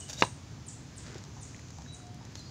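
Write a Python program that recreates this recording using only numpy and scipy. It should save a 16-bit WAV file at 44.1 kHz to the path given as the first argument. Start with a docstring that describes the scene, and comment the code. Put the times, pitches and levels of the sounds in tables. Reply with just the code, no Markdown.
"""A small bird's high falling chip and far whistles sound over a low rumble and a faint hiss of insects.
At the edge of a thicket, close to one microphone, a large knife slices the rind off a pineapple:
fibres snap as the blade crunches through, then it knocks on the wooden block and sets it ringing.
The fruit is turned over with a rub, soft knocks and small wet ticks, then the blade bites again.
Leaves and stems scatter short echoes of the knife and the birds."""
import sys
import numpy as np
from scipy import signal
from scipy.fft import rfft, irfft
from scipy.io import wavfile
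from scipy.ndimage import uniform_filter1d

SR = 44100
rng = np.random.default_rng(int(sys.argv[2]) if len(sys.argv) > 2 else 0)


def wrap_up_sound(samples):
    """Save the sound to the file named by the first command line argument, as 16-bit audio."""
    columns = np.atleast_2d(samples).T
    # keep every value between -1 and 1, then stretch to whole-number steps
    tamed = np.clip(columns, -1, 1)
    steps = np.round(tamed * 32767).astype(np.int16)
    wavfile.write(sys.argv[1], SR, steps)


N = 110250
T = np.arange(N) / SR


def from_db(db):
    """Decibels to gain."""
    return 10 ** (np.asarray(db) / 20)


def unit_rms(x):
    """Scale to unit rms."""
    return x / np.sqrt(np.mean(x ** 2) + 1e-20)


def level(rows):
    """Gain along a (time_s, level_db) curve, silent outside it."""
    time_s, db = np.transpose(rows)
    return from_db(np.interp(T, time_s, db)) * (T >= time_s[0]) * (T <= time_s[-1])


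def coloured(x, spectrum):
    """Give a signal a (frequency_hz, gain_db) spectrum, at unit rms."""
    hz, db = np.transpose(spectrum)
    log_hz = np.log(np.fft.rfftfreq(N, 1 / SR) + 1)
    gain = from_db(np.interp(log_hz, np.log(hz), db))
    return unit_rms(irfft(rfft(x) * gain, N))


def dying(start_s, t60):
    """Envelope that jumps up at start_s and dies away."""
    return (T >= start_s) * from_db(-60 * np.clip((T - start_s) / t60, 0, 2))


def wander(count, window):
    """Noise smoothed over a window of samples, at unit rms."""
    return unit_rms(uniform_filter1d(rng.standard_normal(count), size=window))


def ring(x, hz, t60):
    """One mode: a unit click sets a sine of height 1 ringing."""
    decay, step = from_db(-60 / (t60 * SR)), 2 * np.pi * hz / SR
    return signal.lfilter([0, np.sin(step)], [1, -2 * decay * np.cos(step), decay * decay], x + 1e-18)


def resonate(x, table):
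    """Pass a signal through parallel (pitch_hz, width_hz, gain_db) resonances."""
    return sum(from_db(db) * signal.lfilter(*signal.iirpeak(hz, hz / width, fs=SR), x + 1e-18)
               for hz, width, db in table)


def thicket(x, t60, delay_s=0.0025):
    """Dense dying echoes reach the microphone from leaves and stems."""
    echoes = rng.standard_normal(N) * dying(delay_s, t60)
    return signal.fftconvolve(x, echoes[:SR] / np.sqrt(np.sum(echoes ** 2)))[:len(x)]


def fibres(snaps_per_s=1800, spread_db=3):
    """Dense random snaps of uneven size."""
    sizes = from_db(spread_db * np.minimum(rng.exponential(1, N), 4)) * rng.choice([-1, 1], N)
    return sizes * (rng.random(N) < snaps_per_s / SR)


# Calls of the bird nearest the microphone: start_s, level_db, starting_pitch_hz
CHIPS = [(-.016, -43.5, 8720), (0.228, -44, 8590), (.664, -42.5, 8820), (.959, -47, 8870),
         (1.409, -47, 8760), (1.924, -49, 8860)]
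# Loudness through one chip: share_of_chip, gain_db
CHIP_SHAPE = [(0, -17), (.2, -10), (.55, -4.5), (.7, -0.5), (.85, 4), (.94, -7), (1, -3)]


def near_bird(length_s=0.029, rise_hz=1502, fall_hz=5494, bend=2.7, echo_db=2.5):
    """Each trembling chip arches up a little, then plunges; the thicket smears it into a tail."""
    t = np.arange(-SR // 10, N) / SR   # the first chip is already under way at zero
    calls = np.zeros(len(t))
    flutter_db = uniform_filter1d(3.5 * wander(len(t), window=90), size=60)
    waver_hz = uniform_filter1d(95 * wander(len(t), window=120), size=80)
    for start_s, db, hz in CHIPS:
        progress = np.clip((t - start_s) / length_s, 0, 1)
        shape_db = np.interp(progress, *np.transpose(CHIP_SHAPE))
        envelope = from_db(db + flutter_db + shape_db) * np.minimum(1, 20 * progress * (1 - progress))
        pitch_hz = hz + waver_hz + rise_hz * progress - fall_hz * progress ** bend
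        calls += envelope * np.sin(2 * np.pi * np.cumsum(pitch_hz) / SR)
    return (calls + from_db(echo_db) * thicket(calls, t60=0.41))[-N:]


# Spectra of the distant rumble and of the leaves and insects around: frequency_hz, gain_db
RUMBLE_COLOUR = [(20, -33), (40, -20.5), (60, -9), (85, -2.5), (112, -0.5), (150, -3.5), (200, -12.5),
                 (260, -10.5), (350, -19), (500, -26), (900, -39), (3000, -57), (10000, -88)]
LEAF_COLOUR = [(100, -2.5), (500, 0.5), (800, 2), (1300, -1), (2200, -3.5), (3200, -5), (5000, -3.5),
               (6500, -6.5), (7200, -5.5), (8000, -17.5), (9600, -23), (11000, -25.5), (12500, -29.5),
               (15500, -26)]
INSECT_COLOUR = [(4000, -43), (5500, -8.5), (6200, -0.5), (7100, -5.5), (7800, -20), (10000, -50)]
# Leaves and insects at the microphone: time_s, level_db
LEAF_LEVEL = [(0, -56.5), (.5, -56.5), (1.4, -56.5), (2.1, -58), (2.5, -56.5)]
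INSECT_LEVEL = [(0, -65), (.5, -66.5), (.9, -66.5), (1.2, -66.5), (1.38, -59.5), (1.6, -60.5),
                (1.85, -59.5), (2.1, -73.5), (2.5, -64.5)]


def background(rumble_db=-47):
    """Distant low rumble, the hiss of leaves, and a thin band of insects that swells and recedes."""
    rumble = from_db(rumble_db) * coloured(rng.standard_normal(N), RUMBLE_COLOUR)
    leaves = level(LEAF_LEVEL) * coloured(rng.standard_normal(N), LEAF_COLOUR)
    insects = level(INSECT_LEVEL) * coloured(rng.standard_normal(N), INSECT_COLOUR)
    return rumble + leaves + insects


# Force of the blade in the rind, close by: time_s, level_db
FIRST_CUT = [(0, -59), (.078, -67), (.09, -48), (.098, -45.5), (.106, -45.5), (.116, -55.5), (.128, -55),
             (.133, -43.5), (.144, -53.5), (.16, -55.5), (.187, -53.5), (.191, -40), (.197, -47),
             (.204, -45), (.213, -43), (.218, -51), (.24, -49), (.3, -81)]
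SECOND_CUT = [(2.352, -59), (2.36, -59), (2.395, -62), (2.43, -69), (2.5, -78)]
# Forward slips of the blade: start_s, length_s, level_db
SLIPS = [(0.1, 0.01, -57), (0.1308, 0.007, -38.5), (0.1856, 0.0044, -39), (0.208, 0.0064, -35)]
# Spectra of the crunch and of the crisp snaps in rasps and ticks: frequency_hz, gain_db
CRUNCH_COLOUR = [(200, -23), (600, -9), (1600, -4.5), (2800, -4), (3900, -3), (6200, 2.5), (7300, 4.5),
                 (8300, -16), (10500, -17.5), (12500, -28), (15500, -25)]
CRISP_COLOUR = [(300, -2), (1500, -8), (3000, -11.5), (4300, -5.5), (6500, 0), (7400, -4), (8400, -19),
                (10000, -37), (15500, -43)]
# Resonances of the blade in the rind and of its rasp: pitch_hz, width_hz, gain_db
BLADE_BANDS = [(595, 99, 5.5), (1600, 160, -2.5), (2370, 140, -9), (2900, 140, -7), (3700, 190, -1.5),
               (4620, 200, -1), (5690, 150, 4.5), (6170, 150, -4), (6700, 190, -7)]
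RASP_BANDS = [(3700, 250, -6), (4730, 220, 6), (5650, 320, 4), (6170, 300, -3), (6960, 370, -12)]


def rind(blade_db=-2.5):
    """Fibres snap under the blade and set it ringing; it rasps as it slips forward."""
    rasp = unit_rms(resonate(coloured(fibres(), CRISP_COLOUR), RASP_BANDS))
    slips = np.zeros(N)
    for start_s, length_s, db in SLIPS:
        progress = np.clip((T - start_s) / length_s, 0, 1)
        slips += from_db(db) * np.sqrt(np.abs(np.sin(np.pi * progress)))
    force = level(FIRST_CUT) + level(SECOND_CUT)
    snaps = fibres()
    blade = from_db(blade_db) * unit_rms(resonate(force * snaps, BLADE_BANDS))
    blade *= np.sqrt(np.mean(force ** 2))
    return force * coloured(snaps, CRUNCH_COLOUR) + blade + slips * rasp


# Birds far off in the thicket: start_s, length_s, level_db, pitch_hz, glide_hz
WHISTLES = [(0.007, 0.022, -45.5, 2986, -62), (0.054, 0.027, -62, 2950, 60),
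            (0.165, 0.0347, -41, 3715, 237), (1.851, 0.101, -53, 3880, 41), (1.975, 0.105, -63.5, 3896, 22),
            (2.148, 0.065, -65, 5066, 30), (1.867, 0.38, -56.5, 723.2, -8.5), (2.33, 0.011, -54, 4900, 248),
            (2.361, 0.049, -50.5, 4405, -450), (2.40, 0.035, -51, 4740, 200),
            (2.443, 0.0315, -53, 4130, 502), (2.467, 0.035, -53, 4730, 200)]


def far_birds(warble_share=0.013, direct_db=-9):
    """Thin wavering whistles, heard mostly through their echoes."""
    calls = np.zeros(N)
    warble = 1 + warble_share * wander(N, window=200)
    for start_s, length_s, db, hz, glide_hz in WHISTLES:
        progress = np.clip((T - start_s) / length_s, 0, 1)
        envelope = from_db(db) * np.sqrt(np.abs(np.sin(np.pi * progress)))
        pitch_hz = (hz + glide_hz * progress) * warble
        calls += envelope * np.sin(2 * np.pi * np.cumsum(pitch_hz) / SR)
    return from_db(direct_db) * calls + thicket(calls, t60=0.3)


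# The blade meets the block, close to the microphone: start_s, level_db, brightness_hz
BLOWS = [(0.2229, -8.5, 4240), (0.223, -17.5, 6160), (0.2253, -17.5, 5460)]
# Ring of block and blade, and thump of fruit and block: pitch_hz, level_db, t60_s
BLOCK_MODES = [(870, -6.5, 0.0078), (1330, -2, 0.008), (1576, -1, 0.012), (1770, -7.5, 0.009),
               (2220, -11.5, 0.017), (2560, -18.5, 0.01), (2864, -10, 0.022), (3300, -27, 0.005),
               (3700, -11, 0.0099), (3960, -13, 0.022), (4400, -15, 0.012), (5200, -10, 0.016),
               (6210, -7, 0.0086)]
THUMP_MODES = [(112.4, -29, 0.18), (182, -24, 0.054), (251, -24, .04), (318, -22, 0.032), (408, -20, 0.025),
               (523, -28.5, 0.082), (696, -30, 0.03)]
# Spectrum of the crack at first contact: frequency_hz, gain_db
CRACK_COLOUR = [(150, 7), (600, -24), (1400, 7.5), (2800, 0.5), (4500, -5), (6800, -24), (8500, -20),
                (15000, -34)]


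def chop(crack_db=-5, thud_db=-5.5, thud_hz=956, settle_s=0.2344, settle_db=-19.5, settle_hz=954):
    """A dead thud, a quick run of blade contacts that ring the block, then the block rocks back."""
    force = np.zeros(N)
    for start_s, db, hz in BLOWS:
        age = np.maximum(T - start_s, 0) * 2 * np.pi * hz
        pulse = age * np.exp(-np.minimum(age, 50))
        force += from_db(db) * pulse / pulse.sum()
    block = sum((-1) ** k * from_db(db) * ring(force, hz, t60)
                for k, (hz, db, t60) in enumerate(BLOCK_MODES))
    hit_s, hit_db, _ = BLOWS[0]
    crack = from_db(hit_db + crack_db) * dying(hit_s, t60=0.017)
    crack *= coloured(rng.standard_normal(N), CRACK_COLOUR)
    thump = -sum(from_db(db) * dying(hit_s, t60) * np.cos(2 * np.pi * hz * (T - hit_s))
                 for hz, db, t60 in THUMP_MODES)
    thump = signal.sosfilt(signal.butter(2, 1500, fs=SR, output="sos"), thump)
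    spread = np.minimum((np.pi * thud_hz * (T - hit_s)) ** 2, 50)
    thud = from_db(thud_db) * (2 * spread - 1) * np.exp(-spread)   # a single pressure pulse
    age = np.clip((T - settle_s) / 0.0017, 0, 50)   # the rocking block's hollow note rises in 1.7 ms
    settle = from_db(settle_db) * age * np.exp(1 - age) * np.sin(2 * np.pi * settle_hz * (T - settle_s))
    band = signal.butter(3, [69, 6850], "band", fs=SR, output="sos")
    return signal.sosfilt(band, block + thud + thump + crack + settle)


# The steel sings on at the block: pitch_hz, level_db, t60_s
STEEL_MODES = [(3980, -33.5, 0.11), (4010, -35, 0.079), (2770, -42, 0.16)]
# Spectrum of the crushed pulp: frequency_hz, gain_db
PULP_COLOUR = [(150, -5.5), (550, 5), (1000, 2), (1300, -7), (1800, -2), (2400, -6.5), (4000, -7),
               (7000, -15), (8500, -29), (15000, -51)]


def steel_and_pulp(pulp_db=-32.5):
    """After the chop the steel sings briefly and the crushed pulp crackles out."""
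    hit_s = BLOWS[0][0]
    steel = sum(from_db(db) * dying(hit_s, t60) * np.sin(2 * np.pi * hz * (T - hit_s))
                for hz, db, t60 in STEEL_MODES)
    pulp = from_db(pulp_db) * dying(hit_s, t60=0.16) * coloured(fibres(), PULP_COLOUR)
    return steel + pulp


# The fruit rubs on hand and block, close by: time_s, level_db
RUB_LEVEL = [(.85, -71), (1.0, -61), (1.07, -50), (1.15, -52.5), (1.2, -59.5), (1.33, -82), (1.5, -62),
             (1.7, -77), (2.1, -85), (2.23, -62), (2.33, -62)]
# Spectrum of the rub: frequency_hz, gain_db
RUB_COLOUR = [(150, -5), (400, 10.5), (900, -1), (1700, 6), (2800, -3.5), (4500, -2), (6800, 0),
              (8500, -22), (15000, -69)]
# Soft knocks and wet pops of the fruit: start_s, level_db, pitch_hz, t60_s
KNOCKS = [(0.318, -38, 75, 0.048), (0.518, -37, 138, 0.027), (1.154, -35, 398, 0.025),
          (1.276, -49, 394, 0.052), (1.284, -33, 112.6, 0.035), (1.366, -49, 900, 0.091),
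          (1.5454, -40, 2160, 0.008), (1.592, -44.5, 1980, 0.01), (1.778, -39, 70.4, 0.058),
          (1.785, -50.5, 826, 0.18), (1.8623, -44.5, 1640, 0.0083), (2.0, -51, 1300, 0.017),
          (2.2, -54.5, 820, 0.26)]


def handling(width_share=0.36):
    """The fruit rubs, knocks and pops as it is turned."""
    out = level(RUB_LEVEL) * coloured(fibres(), RUB_COLOUR)
    edge = 1 + width_share / 2
    for start_s, db, hz, t60 in KNOCKS:
        band = signal.butter(2, [hz / edge, hz * edge], "band", fs=SR, output="sos")
        envelope = dying(start_s, t60)
        knock = signal.sosfilt(band, rng.standard_normal(N) * envelope + 1e-18)
        out += from_db(db) * unit_rms(knock) * np.sqrt(np.mean(envelope ** 2))
    return out


# Ticks of rind and blade, close to the microphone: start_s, crisp_db, wet_db
TICKS = [(0.971, -45, -55), (1.035, -37, -62), (1.145, -33, -63), (1.182, -36, -60), (1.239, -34.5, -64),
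         (1.25, -39.5, -61), (1.563, -36.5, -63), (1.595, -42, -58), (1.685, -40, -67), (1.7047, -37, -57),
         (1.785, -35.5, -59), (1.82, -35.5, -63), (2.068, -41, -69), (2.1445, -42, -52), (2.251, -37, -56),
         (2.321, -46, -60), (2.3544, -26.5, -60), (2.393, -37, -69)]
# Spectrum of the very high snap of juice: frequency_hz, gain_db
WET_COLOUR = [(6000, -20), (9000, 1), (12300, -5), (14000, -8), (15500, -8)]


def ticks(rise_s=0.00045, t60=0.013):
    """Single fibres give way, some with a wet snap of juice."""
    crisp = coloured(rng.standard_normal(N), CRISP_COLOUR)
    wet = coloured(rng.standard_normal(N), WET_COLOUR)
    out = np.zeros(N)
    for start_s, crisp_db, wet_db in TICKS:
        envelope = dying(start_s, t60) * np.clip((T - start_s) / rise_s, 0, 1)
        out += envelope * (from_db(crisp_db) * crisp + from_db(wet_db) * wet) / 2
    return out


def scene():
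    """Knife and fruit close to the microphone, birds and background behind."""
    blow = chop() + steel_and_pulp()
    work = rind() + ticks() + handling()
    echoes = from_db(-22.5) * thicket(blow, t60=0.24) + from_db(-12.5) * thicket(work, t60=0.41)
    return (blow + work + echoes + near_bird() + far_birds() + background())[None]


def record(dry, cutoff_hz=15600):
    """The top is cut steeply."""
    return signal.sosfilt(signal.ellip(10, .1, 70, cutoff_hz, fs=SR, output="sos"), dry)


dry = scene()
out = record(dry)
wrap_up_sound(out)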